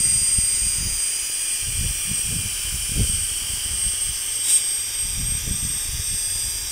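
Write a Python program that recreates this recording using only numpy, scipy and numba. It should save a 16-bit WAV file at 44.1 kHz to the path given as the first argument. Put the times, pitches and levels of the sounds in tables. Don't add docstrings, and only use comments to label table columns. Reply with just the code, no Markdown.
import sys
import numpy as np
from scipy import signal
from scipy.fft import rfft, irfft
from scipy.io import wavfile
from scipy.ndimage import uniform_filter1d, map_coordinates
from numba import njit

SR = 44100
rng = np.random.default_rng(int(sys.argv[2]) if len(sys.argv) > 2 else 0)


def wrap_up_sound(samples):
    columns = np.atleast_2d(samples).T
    tamed = np.clip(columns, -1, 1)
    steps = np.round(tamed * 32767).astype(np.int16)
    wavfile.write(sys.argv[1], SR, steps)


def boost(x):
    u = np.asarray(x, float) / 20
    return 10 ** u


N = 295911
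T = np.arange(N) / SR
SLOW_T = T[::40]

# f/Hz, level/dB per Hz
SHORE_SPECTRUM = [(20, -0.5), (40, 1), (80, -15), (120, -40), (200, -13), (330, -16), (480, -13),
                  (610, -16), (900, -12.5), (1250, -15), (1600, -22), (2600, -28.5)]
# t/s, level/dB
HUM_LEVEL = [(0, -59), (.9, -64), (1.6, -62), (2.5, -54), (4.2, -52), (5.1, -55), (6.71, -60)]
# t/s, rumble/dB, time to fall 10 dB/s, buffet over rumble/dB
GUSTS = [(.05, -35, 0.12, 2.5), (.17, -31.5, 0.13, -4.5), (.52, -34.5, .04, -3.5), (.39, -24.5, .05, -8.5),
         (0.649, -25, 0.06, -12.5), (.83, -25, 0.08, -6.5), (.92, -23, 0.04, -20), (1.23, -33, -0.1, -19),
         (1.7, -26, 0.06, -10), (1.839, -18, 0.0754, -10.5), (2.11, -33, 0.06, 3.5), (2.26, -25, 0.02, -22),
         (2.36, -32.5, 0.12, 6), (2.44, -31.5, .09, -24), (2.75, -27.5, 0.18, -15.5), (2.975, -28, 0.06, 8),
         (3.01, -10.5, 0.0243, -10), (3.12, -25, .17, -12), (3.51, -32, 0.2, -13),
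         (3.72, -27.5, 0.07, -11.5), (3.872, -24, .04, -11), (4.09, -27, .05, -22), (5.08, -29.5, 0.1, -14),
         (5.21, -24.5, 0.06, -5), (5.3, -25.5, 0.15, -9.5), (5.51, -25, 0.11, -4.5), (5.67, -30, 0.1, -1.5),
         (5.95, -23, 0.09, -18), (6.13, -28.5, 0.05, -10.5), (6.45, -32, 0.37, -22)]
# t/s, level/dB
CRACKS = [(.05, -41), (.88, -43.5), (1.85, -42.5), (2.33, -39), (2.39, -46), (2.96, -39), (3.008, -28),
          (5.49, -39)]
# rumble, buffet, crack level/dB
LULL_DB = [-52, -63.5, -54.5]
# f/Hz, level/dB per Hz
PUFF_SPECTRUM = ([(1300, -24.5), (3080, -7), (3820, -5), (4130, -24), (5110, -4), (6200, -12), (7590, -2)],
                  [(7810, -0.5), (9810, -1.5), (10510, -18), (11580, -11), (12240, -20), (13900, -10.5),
                  (15550, -24)])
# t/s, side/0-2 (front, flank, rear)
PHONE_SIDE = [(0, 0.095), (.9, 0.077), (1.7, 0.88), (3.5, 1.19), (4.6, 1.81), (6.71, 2.04)]
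# f/Hz, level/dB per Hz
FRONT_SPECTRUM = ([(1300, -21.5), (1820, -18.5), (2220, -11.5), (2510, -16.5), (2890, -8), (3260, -15.5),
                   (3550, -20.5), (4430, -23), (5040, -9), (5420, -17.5), (5880, -6.5), (7590, -11)],
                   [(7810, -19), (9230, -8.5), (10050, -27), (10900, -18.5), (11440, -30.5), (11890, -23),
                   (13310, -37), (14310, -24), (15250, -12.5), (15550, -42)])
# f/Hz, level/dB per Hz
FLANK_SPECTRUM = ([(1300, -25.5), (2420, -20.5), (3110, -9), (3330, -17), (3650, -33), (4180, -29),
                   (4450, -22.5), (4720, -27), (5680, -14), (6560, -27.5), (7100, -16), (7590, -23)],
                   [(7810, -13), (8330, -16.5), (9100, -13), (9870, -16), (10540, -25), (12070, -26),
                   (13050, -35), (13630, -26.5), (14470, -35), (15550, -19)])
# f/Hz, level/dB per Hz
REAR_SPECTRUM = ([(1300, -28), (2090, -19.5), (2770, -21), (3090, -18), (3640, -14.5), (4200, -32),
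                  (5610, -9), (5940, -9), (6520, -19), (6800, -11.5), (7010, -19.5), (7590, -7.5)],
                  [(7810, -13), (8050, -11.5), (8370, -1.5), (9210, -6), (10370, -16), (11210, -18),
                  (11810, -16.5), (12250, -23), (14480, -22), (15550, -20)])
# f/Hz, width/Hz, level/dB
CASING_MODES = [(1600, 67, -13), (6260, 60, -20), (7800, 210, -12.5), (9500, 300, -29), (15560, 150, 4)]
# lag/ms, wander/ms, strength/0-1
ECHO_PATHS = [(.62, .03, .07), (.9, .05, .11), (1.3, .08, .14), (1.7, .12, .13), (2.4, .2, .09)]
# side/0-2, throat/dB, casing/dB, nozzle/dB, top hiss/dB
AIR_BEAM = [(0, -40, -33, -27.5, -39), (.6, -38.5, -34.5, -28.5, -39.5), (1, -38.5, -34, -31.5, -38.5),
            (1.3, -37, -34.5, -31.5, -40), (1.85, -39.5, -34.5, -34.5, -39.5), (2, -41.5, -33, -36, -39)]
# t/s, aim/dB
AIM = [(0, 4.5), (.3, 2.5), (.6, 0), (1.2, 0.5), (1.9, -1.5), (2.3, 1), (3.1, 2.5), (3.5, 0), (4.1, -1),
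       (4.7, -1), (5.3, -4.5), (5.9, 0.5), (6.2, -2.5), (6.45, 1.5), (6.71, -4)]
AIM_SHARES = [0.064, 0.072, 1, .1]
# t/s, f/Hz
BLADE_PITCH = [(0, 8462), (.42, 8525), (.86, 8451), (1.22, 8548), (1.51, 8507), (1.66, 8455), (2.32, 8424),
               (2.52, 8380), (2.76, 8436), (3.36, 8411), (3.83, 8492), (4.07, 8489), (4.3, 8443),
               (4.9, 8410), (5.07, 8463), (5.92, 8388), (6.31, 8492), (6.71, 8443)]
TONE_RATIOS = [4 / 7, 1, 2 / 7, 1 / 7]
# side/0-2, whistle/dB, half tone/dB, quarter tone/dB
TONE_BEAM = [(0, -34, -48, -61.5), (.65, -38.5, -44, -61), (1, -43.5, -44, -60.5), (1.11, -44, -46, -61),
             (1.17, -41.5, -54, -59), (1.7, -41.5, -53, -57.5), (1.86, -37.5, -53, -61.5),
             (1.93, -45, -52, -57), (2, -35.5, -53.5, -63)]
# t/s, change/dB, half length/s
BLADE_MEETINGS = [(0.065, 7, 0.15), (.38, 10, 0.54), (.66, 2, .07), (.78, 3, 0.033), (0.844, -13, 0.064),
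                  (1.035, 6, 0.069), (1.257, -9, 0.087), (1.526, 7, 0.057), (1.59, -5, 0.046),
                  (2.18, 5.5, 0.083), (2.45, -13, 0.058), (2.56, -15, .09), (2.8, -9.5, .3),
                  (3.12, 6, 0.17), (3.45, -8, 0.074), (3.6, -7, 0.041), (3.853, 8, 0.13), (4.047, 6, .08),
                  (4.18, -3, 0.12), (4.45, 4, 0.19), (4.541, 15, 0.064), (4.704, 7, 0.15), (5.01, 6, 0.11),
                  (4.92, -9, 0.033), (5.322, 6.5, 0.09), (5.435, -23, 0.055), (5.7, 3, 0.22),
                  (5.95, -16, .1), (6.22, 4.5, 0.32), (6.62, -6.5, 0.16)]
# t/s, change/dB, half length/s
WHISTLE_FADES = [(1.97, -6, .1), (2.25, -5, 0.2), (2.8, -4, .2), (3.33, -7, .12), (4.26, -11, 0.067),
                 (5.45, -2, .12), (6.74, -6, 0.14)]
# t/s, level/dB, low f/Hz, high f/Hz
TREBLE_SPLITS = [(.337, -43, 11000, 14500), (.570, -40, 9600, 11800), (1.543, -32, 8900, 10300),
                 (4.635, -41, 9600, 11800), (4.726, -46, 12300, 14500), (5.542, -45, 10300, 11800),
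                 (5.821, -46, 13700, 15200)]


def columns(rows):
    s, *values = np.transpose(rows)
    return [np.interp(T, s, v) for v in values]


def unit(x):
    return x / np.sqrt(np.mean(x ** 2))


def colour(white, points):
    hz, db = np.transpose(points)
    log_hz = np.log(np.fft.rfftfreq(N, 1 / SR) + 1)
    return irfft(rfft(white) * boost(np.interp(log_hz, np.log(hz), db)), N)


def noise(points):
    return unit(colour(rng.standard_normal(N), points))


def band(x, lo_hz, hi_hz, order=2):
    return signal.sosfiltfilt(signal.butter(order, [lo_hz, hi_hz], "band", fs=SR, output="sos"), x)


def walk(rate_hz):
    hold = int(SR / rate_hz)
    steps = np.repeat(rng.standard_normal(N // 500), hold)[:N + hold]
    return unit(uniform_filter1d(uniform_filter1d(steps, hold), hold)[:N])


@njit
def resonate(x, hz, width_hz):
    y, b, l = np.empty(len(x)), 0., 0.
    for i in range(len(x)):
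        g, k = np.tan(np.pi * hz[i] / SR), width_hz / hz[i]
        v = (b + g * (x[i] - l)) / (1 + g * (g + k))
        b, l, y[i] = 2 * v - b, l + 2 * g * v, k * v
    return y


def steady(x, seconds):
    return x / np.sqrt(uniform_filter1d(x ** 2, int(seconds * SR)) + 1e-12)


def beam(rows):
    sides, *levels = np.transpose(rows)
    (side,) = columns(PHONE_SIDE)
    return [np.interp(side, sides, v) for v in levels]


def swell(events, lull_db):
    power = boost(lull_db) ** 2
    for s, db, fall_s in events:
        power = power + boost(db - 10 * abs(SLOW_T - s) / max(fall_s, 1 / 200)) ** 2
    return np.interp(T, SLOW_T, np.sqrt(power))


def meet(events):
    change_db = sum(db * np.clip(1 - abs(SLOW_T - s) / half_s, 0, 1) for s, db, half_s in events)
    return np.interp(T, SLOW_T, change_db)


def shore():
    hum_hz = 97 + 1.2 * walk(5)
    hum = np.sqrt(2) * np.sin(2 * np.pi * np.cumsum(hum_hz) / SR)
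    wash = noise(SHORE_SPECTRUM) * boost(-47.5 + 0.85 * walk(4.85))
    return wash + boost(columns(HUM_LEVEL)[0]) * hum


def wind():
    eddies_per_s, buffet_shorter, crack_fall_s = 45, 0.55, 0.024
    rumble_gain = swell([(s, db, fall) for s, db, fall, _ in GUSTS], LULL_DB[0])
    buffet_events = [(s, db + over, fall * buffet_shorter) for s, db, fall, over in GUSTS]
    buffet_gain = swell(buffet_events, LULL_DB[1])
    crack_gain = swell([(s, db, crack_fall_s) for s, db in CRACKS], LULL_DB[2])

    eddies = (rng.random(N) < eddies_per_s / SR) * rng.exponential(size=N) ** 0.92
    push = unit(eddies - eddies.mean()) + 0.84 * rng.standard_normal(N)
    rough = push + 1.4 * rng.standard_normal(N)
    rumble = colour(push, [(12, -36), (30, 1.5), (60, -3.0), (95, -7), (125, -17.5), (300, -63)])
    buffet = colour(push, [(50, -18), (110, 0.5), (200, -2.5), (300, -22), (500, -42), (1000, -73)])
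    crack = colour(rough, [(150, -27), (300, -1.0), (500, -5), (900, -25), (1400, -50)])
    rumble = steady(rumble, 0.085) * rumble_gain * boost(-3.5)
    buffet = steady(buffet, 0.14) * buffet_gain * boost(-0.35)
    return rumble + buffet + steady(crack, 0.24) * crack_gain * boost(-2.0)


def puff():
    peak_s, attack_s, hold_s, release_s, sag = 4.505, 0.09, 0.068, 0.047, 0.76
    corners_s = peak_s + np.cumsum([-attack_s, attack_s, hold_s, release_s])
    shape = np.interp(T, corners_s, [0, 1, sag, 0])
    low_skirt = [(150, -35), (350, -17), (650, -28)]
    burst = noise(np.vstack([low_skirt, *PUFF_SPECTRUM]))
    echo_ms = 1.25
    burst = burst + .3 * np.roll(burst, int(echo_ms * SR / 1000))
    return unit(burst) * shape * boost(-20.5 + 1.03 * walk(50))


def echoes(x):
    lags = [(lag_ms + wander_ms * walk(.9)) * SR / 1000 for lag_ms, wander_ms, _ in ECHO_PATHS]
    gains = [strength * (1 + .6 * walk(1.3)) for _, _, strength in ECHO_PATHS]
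    out = x
    for lag, gain in zip(lags, gains):
        out = out + gain * map_coordinates(x, [np.arange(N) - lag], order=3)
    return out


def casing(hiss):
    return sum(boost(db) * resonate(hiss, hz * (1 + 0.0056 * walk(0.49)), float(width_hz))
               for hz, width_hz, db in CASING_MODES)


def air():
    (side,), (aim_db,) = columns(PHONE_SIDE), columns(AIM)
    white = rng.standard_normal(N)
    hiss = 0
    for k, spectrum in enumerate([FRONT_SPECTRUM, FLANK_SPECTRUM, REAR_SPECTRUM]):
        nearness = np.clip(1 - abs(side - k), 0, 1)
        hiss = hiss + nearness * unit(colour(white, np.vstack(spectrum)))
    hiss = echoes(hiss + casing(hiss))

    flow_db = 0.14 * walk(8)
    # low/Hz, high/Hz, trim/dB
    parts = [(1153, 4060, 1.69), (3750, 7850, 0.15), (8120, 10240, -1.5), (10910, 15220, 0.4)]
    out = 0
    for (lo_hz, hi_hz, trim_db), beam_db, share in zip(parts, beam(AIR_BEAM), AIM_SHARES):
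        level_db = beam_db + share * aim_db + trim_db + flow_db + 0.43 * walk(24.47)
        out = out + steady(band(hiss, lo_hz, hi_hz), 0.56) * boost(level_db)
    return out


def shaft_turns():
    surge_s, surge_hz, rise_s, settle_s = 4.48, 85, .08, .16
    (hz,) = columns(BLADE_PITCH)
    since_s = np.clip(T - surge_s, 0, None)
    hz = hz + surge_hz * np.clip(since_s / rise_s, 0, 1) * np.exp(-since_s / settle_s)
    return np.cumsum(hz * (1 + .00035 * walk(60))) / SR


def rotor():
    (aim_db,) = columns(AIM)
    turns = shaft_turns()
    whistle_db, half_db, quarter_db = beam(TONE_BEAM)
    shake = walk(85)
    flutter_db = 1.7 * unit(shake - uniform_filter1d(shake, SR // 16))
    levels_db = [
        whistle_db + 0.52 * aim_db + meet(WHISTLE_FADES) + 0.97 * walk(30),
        -30 + meet(BLADE_MEETINGS) + flutter_db,
        half_db + 0.25 * walk(14),
        quarter_db + 0.42 * walk(21)]
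    tones = sum(boost(db) * np.sin(2 * np.pi * k * turns) for k, db in zip(TONE_RATIOS, levels_db))
    bearing_db = -60 + 2.5 * walk(5)
    bearing_hz = 2560 + 8 * walk(6)
    bearing = boost(bearing_db) * np.sin(2 * np.pi * np.cumsum(bearing_hz) / SR)
    return np.sqrt(2) * (tones + bearing)


def scene():
    mono = rotor() + air() + puff() + wind() + shore()
    return np.array([mono, mono])


def band_limit(x):
    return signal.sosfilt(signal.butter(12, 16720, fs=SR, output="sos"), x)


def record(dry):
    side = 0
    for s, db, lo_hz, hi_hz in TREBLE_SPLITS:
        window = np.exp(-((T - s) / .012) ** 4)
        side = side + boost(db) * window * unit(band(dry[0], lo_hz, hi_hz, order=4))
    top_cut = signal.ellip(16, .3, 75, 15730, fs=SR, output="sos")
    mix = signal.sosfilt(top_cut, dry + np.array([side, -side]))
    return band_limit(mix)


dry = scene()
out = record(dry)
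wrap_up_sound(out)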